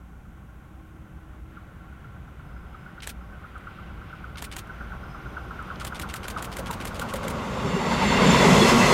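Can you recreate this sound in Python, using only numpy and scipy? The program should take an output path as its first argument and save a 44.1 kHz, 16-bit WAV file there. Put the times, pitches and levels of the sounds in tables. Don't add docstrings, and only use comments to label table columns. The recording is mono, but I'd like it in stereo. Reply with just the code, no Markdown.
import sys
import numpy as np
from scipy import signal
from scipy.fft import rfft, irfft, next_fast_len
from scipy.io import wavfile
from scipy.ndimage import uniform_filter1d

SR = 44100
rng = np.random.default_rng(int(sys.argv[2]) if len(sys.argv) > 2 else 0)


def transcribe(signal):
    frames = np.atleast_2d(signal).T
    limited = np.clip(frames, -1, 1)
    pcm = np.round(limited * 32767).astype(np.int16)
    wavfile.write(sys.argv[1], SR, pcm)


N = 393813
TIME = np.arange(N) / SR


def undb(db):
    return 10 ** (np.asarray(db) / 20)


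def curves(table):
    s, *columns = np.transpose(table)
    return [np.interp(TIME, s, column) for column in columns]


def swells(table, width_s):
    return sum(db * np.exp(-((TIME - s) / width_s) ** 2) for s, db in table)


def plateau(s, length, fade_s):
    return np.interp(TIME, [s, s + fade_s, s + length - fade_s, s + length], [0, 1, 1, 0])


def strike(t, rise, decay):
    return np.clip(t / rise, 0, 1) * np.exp(-np.maximum(t - rise, 0) / decay)


def unit(x):
    return x / np.sqrt(np.mean(x ** 2))


def noise(colour, size=N):
    n = next_fast_len(size, True)
    octave = np.log2(np.arange(n // 2 + 1) * SR / n + 1)
    hz, db = np.transpose(colour)
    outside = np.abs(octave - np.clip(octave, np.log2(hz[0]), np.log2(hz[-1])))
    gain = undb(np.interp(octave, np.log2(hz), db) - 60 * outside)
    white = rng.standard_normal(n)
    return unit(irfft(gain * rfft(white), n)[:size])


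def walk(rate):
    k = max(int(SR / rate), 1)
    steps = np.repeat(rng.standard_normal(N // k + 1), k)
    return unit(uniform_filter1d(uniform_filter1d(steps, k), k)[:N])


def tone(hz, waver, rate):
    wavering_hz = hz * (1 + waver * walk(rate))
    return np.sqrt(2) * np.sin(2 * np.pi * np.cumsum(wavering_hz) / SR)


def pan(db):
    left = np.atleast_1d(undb(db))
    return 2 * np.array([left, np.ones_like(left)]) / (1 + left)


def spread(colour, pan_db, width):
    opposite = np.array([[1], [-1]])
    return pan(pan_db) * (noise(colour) + width * opposite * noise(colour))


def add(out, s, sound):
    i = max(int(s * SR), 0)
    out[..., i:i + sound.shape[-1]] += sound[..., :max(N - i, 0)]


SPEED_M_S, ARRIVES_S, TRACK_M = 24, 8.6, 7


def ahead(reach_m=0):
    return np.maximum(SPEED_M_S * (ARRIVES_S - TIME) - reach_m, 0)


def doublings():
    return np.log2(np.hypot(ahead(), TRACK_M) / TRACK_M)


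CLOSE_UP_M, CLOSE_UP_STEEPNESS = 48, 4


def nearness():
    return 1 / (1 + (ahead() / CLOSE_UP_M) ** CLOSE_UP_STEEPNESS)


def carried(close_db, doubling_db, track_db, db_per_m, reach_m, stretch_db=0):
    metres = ahead(reach_m)
    by_air = undb(close_db - doubling_db * np.log2(np.hypot(metres, TRACK_M) / TRACK_M))
    by_track = undb(track_db - db_per_m * metres + stretch_db)
    return 20 * np.log10(np.hypot(by_air, by_track))


# (t/s, roar level/dB, rail level/dB, wheels level/dB)
SIDES = [(0, 10, 2, 14), (2.4, 6.2, -6, 4), (5.2, 0, -20.5, -1.5), (7.4, -5, -19, -3.5),
         (7.9, -5, -9.5, -4), (8.35, -7, -6.5, -7), (8.75, -20.5, -20, -15), (8.93, -27, -29, -18)]


def sides():
    return curves(SIDES)


# (t/s, level/dB)
TRACK_STRETCHES = [(0, -2), (1.2, -6), (1.33, -1), (1.45, -7), (1.56, 10), (1.7, -1), (2.05, 2), (2.28, -4),
                   (2.4, 1), (2.63, -3), (2.75, 5), (2.98, 3.5), (3.1, -5), (3.32, -5), (3.44, 6),
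                   (3.67, 6), (3.9, -4), (4.13, 4), (4.24, 3), (4.36, -4), (4.57, -5), (4.69, 6), (4.92, 6),
                   (5.03, -2), (5.25, 0), (5.37, 5), (5.48, -9), (5.59, 4), (5.7, 5), (5.82, -1), (5.93, 5),
                   (6.03, 3.5), (6.14, -2), (6.25, -1), (6.37, 4), (6.47, -9), (6.6, 0), (6.8, -5),
                   (6.92, -3), (7.02, 2), (7.13, -3), (7.34, -6)]


def stretches():
    return curves(TRACK_STRETCHES)[0]


# (f/Hz, relative level/dB per Hz)
AIR_COLOUR = [(1500, 9), (4500, -13), (6000, -1), (9000, -3.5), (13000, -3.5), (16000, -6)]


def air():
    return undb(-70.5) * spread(AIR_COLOUR, 0, width=1.0)


HUM_HZ, HUM_DB = 317.5, -57.5
HUM_START_S, HUM_ATTACK_S, HUM_HOLD_S, HUM_RELEASE_S = .62, .14, .7, .8


def distant_hum():
    corners_s = np.cumsum([HUM_START_S, HUM_ATTACK_S, HUM_HOLD_S, HUM_RELEASE_S])
    swell = np.interp(TIME, corners_s, [0, 1, 1, 0])
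    return tone(HUM_HZ, waver=.002, rate=11.9) * undb(HUM_DB) * swell * pan(db=15)


# (t/s, level/dB, centre f/Hz)
SMALL_TICKS = [(3.004, -39, 3300), (3.581, -57, 9000), (4.357, -39, 3200), (4.672, -57, 8000),
               (5.626, -52, 9200), (5.758, -42, 3600)]


def ticks():
    out, t = np.zeros(N), np.arange(SR // 30) / SR
    for s, db, hz in SMALL_TICKS:
        click = noise([(hz / 2, -14), (hz, 0), (hz * 1.9, -18)], size=len(t))
        add(out, s, undb(db) * click * strike(t, rise=0.00046, decay=0.0025))
    return out * pan(db=-2)


# (t/s, length/s, f/Hz, level/dB)
RAIL_SONG = [(2.43, .55, 5105, -80.5), (3.17, .15, 5105, -83), (4.05, 0.14, 5290, -76),
             (4.66, 1.1, 5930, -81), (4.66, 1.1, 5580, -81), (4.66, 1.1, 6250, -80),
             (5.01, 0.2, 5115, -68.5), (5.2, 0.6, 5100, -77), (5.72, 1.7, 6280, -73)]
SING_FADE_S, SING_WIDTH_HZ, SING_FLICKER_DB = .05, 95, .5


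def rail_song():
    song = 0
    for s, length, hz, db in RAIL_SONG:
        ragged = walk(SING_WIDTH_HZ) + 1j * walk(SING_WIDTH_HZ)
        drive = ragged * undb(db + SING_FLICKER_DB * walk(14))
        song = song + plateau(s, length, SING_FADE_S) * np.real(drive * np.exp(2j * np.pi * hz * TIME))
    return song * pan(db=-7)


# (f/Hz, relative level/dB per Hz)
RAIL_HISS_COLOUR = [(1700, -8), (2200, 0), (2700, 0), (3400, -5), (4200, -15), (5200, -18)]
# (t/s, level/dB)
RAIL_HISS_LEVEL = [(3.3, -78), (3.75, -61), (4.2, -65), (4.8, -67), (5.3, -60), (5.7, -59), (6.3, -62),
                   (7, -57), (7.5, -48), (7.9, -45), (8.3, -42), (8.6, -50)]


def rail_hiss():
    db = curves(RAIL_HISS_LEVEL)[0] + 1.5 * walk(9) + 2 * walk(70)
    return undb(db) * spread(RAIL_HISS_COLOUR, sides()[2], width=.3)


# (first frame t/s, number of frames, level/dB added to every stroke)
CAMERA_RELEASES = [(3.072, 1, -4.1), (4.422, 2, -4.9), (5.848, 1, -3.8), (5.996, 10, -4.4)]
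FRAME_S = .1427
# (t/s around the frame's own time, level/dB, decay/s)
MIRROR_UP_STROKES = [(-.0505, -34.5, 0.008), (-.0412, -33, 0.0085), (-.0315, -36.5, 0.0084),
                     (-.0172, -44.5, .007)]
CURTAIN_STROKES = [(-.0042, -37.5, 0.0032), (.0004, -24, 0.0044), (.0112, -38.5, 0.0069)]
MIRROR_DOWN_STROKES = [(0.0182, -32.3, 0.004), (0.022, -29, 0.0013), (.0256, -32, 0.0085),
                       (.0402, -56.5, 0.0074)]
# (f/Hz, relative level/dB per Hz)
MIRROR_UP_COLOUR = [(300, -13), (900, -8), (1600, -1.5), (2400, 0), (3200, 0), (4200, -6.5), (5700, -9),
                    (7200, -12.5), (9000, -10.5), (11000, -16), (15500, -25)]
CURTAIN_COLOUR = [(300, -8), (850, 1), (1300, -1), (1880, 3), (2300, -1.5), (3200, -1.5), (5400, -12.5),
                  (7400, -4), (9500, -8), (11400, -8), (14000, -12), (15800, -20)]
MIRROR_DOWN_COLOUR = [(300, -5), (900, -3), (1600, 6.5), (3200, 6.5), (4500, 3.5), (5700, -0.5), (7300, -1),
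                      (9000, 3.5), (10800, -1.5), (14000, -3), (15800, -6)]
# (f/Hz, level/dB, decay/s)
CAMERA_BODY_TONES = [(2050, -51, .009), (3110, -45, .009), (4400, -53, .007)]
CAMERA_DETUNE = .06


def shutter():
    out, lead = np.zeros((2, N)), .06
    t = np.arange(SR // 6) / SR - lead
    opposite = np.array([[1], [-1]])
    frames = [(s + k * FRAME_S, db) for s, shots, db in CAMERA_RELEASES for k in range(round(shots))]
    parts = [(MIRROR_UP_COLOUR, MIRROR_UP_STROKES), (CURTAIN_COLOUR, CURTAIN_STROKES),
             (MIRROR_DOWN_COLOUR, MIRROR_DOWN_STROKES)]
    for colour, strokes in parts:
        power = sum((undb(db) * strike(t - s, rise=0.001, decay=decay)) ** 2 for s, db, decay in strokes)
        blows = np.sqrt(power)
        body = noise(colour, size=len(t))
        for s, db in frames:
            centre, side = [noise(colour, size=len(t)) for _ in range(2)]
            chatter = undb(2.1 * noise([(250, 0), (1000, 0)], size=len(t)) - .2)
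            clatter = 0.45 * body + 0.85 * centre + .4 * opposite * side
            add(out, s - lead, undb(db) * blows * chatter * clatter)
    for s, db in frames:
        for hz, mode_db, decay in CAMERA_BODY_TONES:
            swell = strike(t - MIRROR_UP_STROKES[0][0], rise=.01, decay=decay)
            detuned_hz = hz * (1 + CAMERA_DETUNE * rng.standard_normal())
            ring = np.sqrt(2) * np.sin(2 * np.pi * detuned_hz * t)
            add(out, s - lead, undb(db + mode_db) * swell * ring)
    return out * pan(db=-5)


WHINE_HZ, WHINE_PASSES_S, WHINE_SIDE_M = 6770, 8.7, 4.2
WHINE_PEAK_S, WHINE_DB, WHINE_RISE_DB_PER_S, WHINE_FADE_DB_PER_S = 8.3, -36.3, 31, 48
# (t/s, level change/dB)
WHINE_SWELLS = [(7.7, 4), (7.98, -5), (8.1, 3), (8.21, -7), (8.29, 2), (8.36, -6), (8.42, 3)]
WHINE_PATCH_S = .03


def whine():
    along = SPEED_M_S * (WHINE_PASSES_S - TIME)
    closing_mach = SPEED_M_S / 343 * along / np.hypot(along, WHINE_SIDE_M)
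    late = TIME - WHINE_PEAK_S
    db = WHINE_DB - np.maximum(-WHINE_RISE_DB_PER_S * late, WHINE_FADE_DB_PER_S * late)
    db = db + swells(WHINE_SWELLS, WHINE_PATCH_S)
    flutter = undb(3 * walk(110) - 1.5)
    return tone(WHINE_HZ * (1 + closing_mach), waver=.007, rate=380) * undb(db) * flutter * pan(db=-4)


# (t/s, length/s, f/Hz, level/dB)
DRUM_NOTES = [(8.01, .08, 200, -27), (8.255, .08, 185, -22), (8.485, .135, 188, -18.5),
              (8.595, .095, 228, -20.5), (8.7, .09, 231, -19), (8.78, .14, 229, -24)]
DRUM_FADE_S = .025


def drumming():
    out = 0
    for s, length, hz, db in DRUM_NOTES:
        out = out + undb(db) * plateau(s, length, DRUM_FADE_S) * tone(hz, waver=.015, rate=60)
    return out * pan(.25 * sides()[0])


# (t/s, level/dB before the ring and rattle shares, f/Hz, decay/s)
HEAVY_KNOCKS = [(2.06, -41, 120, .051), (5.235, -36.5, 130, .07), (5.603, -37, 1260, .015),
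                (5.71, -37, 1100, .02), (6.375, -39, 1120, .015), (6.585, -34, 540, .025),
                (6.664, -33, 187, .045), (6.696, -32, 940, .012), (7.136, -27.5, 540, .018),
                (7.243, -30, 540, .014), (7.354, -28.5, 550, .016), (7.638, -19, 165, .022),
                (7.64, -26, 270, .024), (7.643, -25.5, 400, .028), (7.735, -21, 165, .017),
                (7.757, -25.5, 400, .024), (7.801, -25, 880, .017), (7.908, -22, 890, .017),
                (8.012, -18, 900, .016), (8.117, -23, 920, .02), (8.228, -23, 1000, .018),
                (8.335, -20, 980, .03), (8.425, -19, 880, .025), (8.133, -17, 195, .02),
                (8.238, -20.5, 460, .025), (8.424, -20, 570, .014), (8.443, -16, 410, .02),
                (8.615, -16, 350, .016), (8.645, -17, 385, .018), (8.675, -20, 455, .02),
                (8.712, -18, 355, .02)]
KNOCK_SAG_OCT_PER_S, KNOCK_RISE_S = 4.5, .009
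KNOCK_RING, KNOCK_RATTLE = .75, .55


def knocks():
    out, t = np.zeros(N), np.arange(SR // 5) / SR
    for s, db, hz, decay in HEAVY_KNOCKS:
        pitch = hz * 2 ** (-KNOCK_SAG_OCT_PER_S * (t - 2 * KNOCK_RISE_S))
        ring = np.sqrt(2) * np.sin(2 * np.pi * (np.cumsum(pitch) / SR + rng.random()))
        rattle = noise([(hz / 1.44, -13), (hz, 0), (hz * 1.33, -13)], size=len(t))
        knock = KNOCK_RING * ring + KNOCK_RATTLE * rattle
        add(out, s, undb(db) * knock * strike(t, rise=KNOCK_RISE_S, decay=decay))
    return out * pan(0.81 * sides()[0])


FIRST_BLOW_S, TURN_S, TURN_SHORTENS_S = .1295, .121214, .0002148
FLAT_DB, FLAT_LOSS_DB_PER_M, FLAT_SCATTER_DB = -24.3, .143, 1


def flat_blows(count=63):
    turn = np.arange(count)
    s = FIRST_BLOW_S + TURN_S * turn - TURN_SHORTENS_S * turn ** 2 / 2
    db = np.interp(s, TIME, FLAT_DB - FLAT_LOSS_DB_PER_M * ahead() + stretches())
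    return list(zip(s, db + FLAT_SCATTER_DB * rng.standard_normal(count)))


# (t/s, level/dB of a fully formed chirp)
OTHER_WHEEL_BLOWS = [(2.562, -43.5), (2.885, -45), (3.357, -42.5), (4.1, -43), (5.506, -32.5)]
# (f/Hz, relative level/dB per Hz); rail() plays both
RAIL_FAR_COLOUR = [(950, -53), (1110, -3), (1165, -6), (1240, 0), (1290, -3), (1360, 5.5), (1450, 0),
                   (1530, 3.5), (1630, -8), (1850, -51)]
RAIL_NEAR_COLOUR = [(950, -20), (1120, 6), (1170, 2), (1225, 5.5), (1290, 1), (1390, 2), (1550, -9.5),
                    (1680, -6), (1900, -18)]
CHIRP_FORMS_M = 24


def wheel_flat(start_hz=1620, end_hz=1120, glide_s=0.0085, echo_s=0.006):
    out, t = np.zeros(N), np.arange(SR // 8) / SR
    near, distance_m = nearness(), ahead()
    blows = flat_blows() + OTHER_WHEEL_BLOWS
    for (s, db), chance in zip(blows, rng.standard_normal((len(blows), 4))):
        i = int(s * SR)
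        glide = np.exp(-t / (glide_s * np.exp(.25 * chance[2])))
        hz = (end_hz + (start_hz - end_hz) * glide) * (1 + 0.019 * chance[0])
        envelope = strike(t, rise=0.0045, decay=0.0036 * np.exp(.3 * chance[3]))
        chirp = np.sqrt(2) * np.sin(2 * np.pi * np.cumsum(hz) / SR) * envelope
        echo = 0.48 * np.interp(t - echo_s * (1 + 0.148 * chance[1]), t, chirp, left=0)
        ring = 0.28 * noise(RAIL_FAR_COLOUR, size=len(t)) * strike(t, rise=0.0077, decay=0.031)
        slow_hz = 1350 / np.sqrt(1 + t / .022) * (1 + .07 * chance[1])
        blur = noise([(20, -4), (120, -1), (250, -10)], size=len(t))
        slow = blur * np.sin(2 * np.pi * np.cumsum(slow_hz) / SR) * strike(t, rise=0.011, decay=0.034)
        slow = 0.66 * np.sqrt(near[i]) * slow
        formed = min(distance_m[i] / CHIRP_FORMS_M, 1)
        add(out, s, formed * undb(db) * (chirp + echo + ring + slow))
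    return out * pan(db=-17.5)


STRETCH_SHARE = .3


def rolling_part(far, close, db, pan_db, width):
    near = nearness()
    width = width * (1 - 0.53 * near)
    far_sound = np.sqrt(1 - near) * spread(far, pan_db, width)
    close_sound = np.sqrt(near) * spread(close, pan_db, width)
    return (far_sound + close_sound) * undb(db)


# (f/Hz, relative level/dB per Hz)
GROUND_FAR_COLOUR = [(12, -34), (20, -5), (31, -9), (42, -3.5), (60, 6.5), (80, -1.5), (115, -5.5),
                     (140, -8), (200, -46)]
GROUND_NEAR_COLOUR = [(20, -26), (31, -9), (45, -1), (62, 3), (80, 0.5), (115, 0), (140, -4.5), (200, -50)]
GROUND_CARRY = (-31.6, 8.5, -37.6, .042, 6)


def ground():
    side_db = -2.5 - 1.6 * nearness()
    return rolling_part(GROUND_FAR_COLOUR, GROUND_NEAR_COLOUR, carried(*GROUND_CARRY), side_db, width=.07)


# (t/s, level change/dB)
BOOM_CHANGES = [(8.3, 4.5), (8.52, 5), (8.75, -2)]
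BOOM_CHANGE_S = .075


def boom_changes():
    return swells(BOOM_CHANGES, BOOM_CHANGE_S)


# (f/Hz, relative level/dB per Hz)
BOGIE_FAR_COLOUR = [(105, -27), (128, -2.5), (185, -1), (250, -10), (300, -12.5), (350, -31)]
BOGIE_NEAR_COLOUR = [(105, -48), (128, -8), (148, -4.5), (165, -6), (189, 0.5), (210, -5.5), (231, 0),
                     (252, -7.5), (300, -14.5), (350, -49)]
BOGIE_CARRY = (-21.2, 8.2, -46.6, .026, 6.5)


def bogies():
    db = carried(*BOGIE_CARRY) + boom_changes()
    return rolling_part(BOGIE_FAR_COLOUR, BOGIE_NEAR_COLOUR, db, .25 * sides()[0], width=0.18)


# (f/Hz, relative level/dB per Hz)
ROAR_FAR_COLOUR = [(240, -15), (305, 3.5), (380, 1), (420, -2.5), (480, -3), (590, -2), (680, -4.5),
                   (790, 1), (880, -6), (1010, -3.5), (1110, 1), (1250, -24)]
ROAR_NEAR_COLOUR = [(250, -15), (305, -8.5), (375, 1.5), (480, 2.5), (540, 1.5), (610, -.5), (700, -3),
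                    (830, -2), (980, .5), (1110, 0), (1300, -28)]
ROAR_CARRY = (-20.5, 7.8, -64.8, .02, 3)
ROAR_CHANGE_SHARE = .3


def roar():
    db = carried(*ROAR_CARRY) + ROAR_CHANGE_SHARE * boom_changes()
    return rolling_part(ROAR_FAR_COLOUR, ROAR_NEAR_COLOUR, db, sides()[0], width=0.22)


RAIL_CARRY = (-28.6, 7.2, -40.8, .127, 2.4)


def rail():
    db = carried(*RAIL_CARRY, STRETCH_SHARE * stretches())
    return rolling_part(RAIL_FAR_COLOUR, RAIL_NEAR_COLOUR, db, sides()[1], width=0.5)


# (f/Hz, relative level/dB per Hz)
WHEEL_FAR_COLOUR = [(1350, -10), (1680, 0), (1850, 0), (2150, -0.5), (2450, -4.5), (2650, -5), (3050, -7),
                    (3600, -11.5), (4200, -17.5), (4800, -21), (5600, -33)]
WHEEL_NEAR_COLOUR = [(1500, 3), (1720, -1), (2040, 4), (2380, -0.5), (2740, -2.5), (3100, -3), (3460, -4.5),
                     (3850, -4.5), (4280, -8.5), (4750, -7.5), (5400, -26)]
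WHEEL_CARRY = (-22.4, 11.9, -48.8, .087, 6.5)


def wheels():
    db = carried(*WHEEL_CARRY, STRETCH_SHARE * stretches()) - 3.2 * nearness()
    return rolling_part(WHEEL_FAR_COLOUR, WHEEL_NEAR_COLOUR, db, sides()[2], width=0.11)


# (f/Hz, relative level/dB per Hz)
HISS_FAR_COLOUR = [(2650, -36), (4500, -20), (4890, 1), (5260, -12), (5340, -0.5), (6110, -3), (6530, -8),
                   (7510, -6), (7750, -17), (9000, -0.5), (10300, -18), (12700, -2.5), (15500, -16)]
HISS_NEAR_COLOUR = [(4200, -25), (4850, 2), (5300, 1.5), (5700, 0.5), (6400, 3.5), (7600, -0.5),
                    (9000, -6.5), (12000, -11), (15500, -26)]
HISS_CARRY = (-31.8, 10.9, -61, .16, .5)


def rolling_hiss():
    db = carried(*HISS_CARRY, STRETCH_SHARE * stretches())
    return rolling_part(HISS_FAR_COLOUR, HISS_NEAR_COLOUR, db, 0.68 * sides()[2], width=0.45)


# (f/Hz before the pitch shifts, width/Hz, relative level/dB)
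DISC_TONES = [(1970, 200, -13.5), (2080, 200, -12.5), (2640, 180, -19), (2765, 160, -12), (3260, 120, -22),
              (3550, 200, -13.5), (4380, 240, -16.5), (5380, 300, -18.5), (6240, 200, -27)]
# (t/s, pitch factor)
PASSING_PITCH = [(7.6, 1.008), (8.25, 1.002), (8.55, .974), (8.93, .968)]
DISC_CARRY = (-23.6, 11.4, -58, .1, 6.7)
DISC_DULLING_DB = 1.2


def wheel_discs():
    pitch_factor, ringing = curves(PASSING_PITCH)[0], 0
    for hz, width, db in DISC_TONES:
        dull_db = DISC_DULLING_DB * doublings() * np.log2(hz / DISC_TONES[0][0])
        ragged = walk(width) + 1j * walk(width)
        drive = ragged * undb(db - dull_db + 3.0 * walk(35))
        pitch = hz * pitch_factor * (1 + .007 * walk(25))
        ringing = ringing + np.real(drive * np.exp(2j * np.pi * np.cumsum(pitch) / SR))
    disc_db = carried(*DISC_CARRY, STRETCH_SHARE * stretches())
    return ringing * nearness() * undb(disc_db) * pan(sides()[2])


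# (t/s, level change/dB)
WHEEL_SURGES = [(7.925, 3), (8.035, 2.5), (8.2, -1.5), (8.34, 1.5), (8.695, 3), (8.75, -1.5)]
WHEEL_SURGE_S = .025


def rolling():
    load = undb(0.75 * walk(40))
    surges = undb(swells(WHEEL_SURGES, WHEEL_SURGE_S))
    shaken = load * (bogies() + roar() + rail())
    surged = surges * (wheels() + wheel_discs() + rolling_hiss())
    return ground() + shaken + surged


def scene():
    background = air() + distant_hum() + ticks() + rail_song() + rail_hiss()
    train = whine() + drumming() + knocks() + wheel_flat() + rolling()
    return background + shutter() + train


TOP_HZ = 15900


def record(dry):
    rounded = dry / (1 + (dry / .92) ** 8) ** (1 / 8)
    return signal.sosfilt(signal.ellip(10, .2, 80, TOP_HZ, fs=SR, output="sos"), rounded)


dry = scene()
out = record(dry)
transcribe(out)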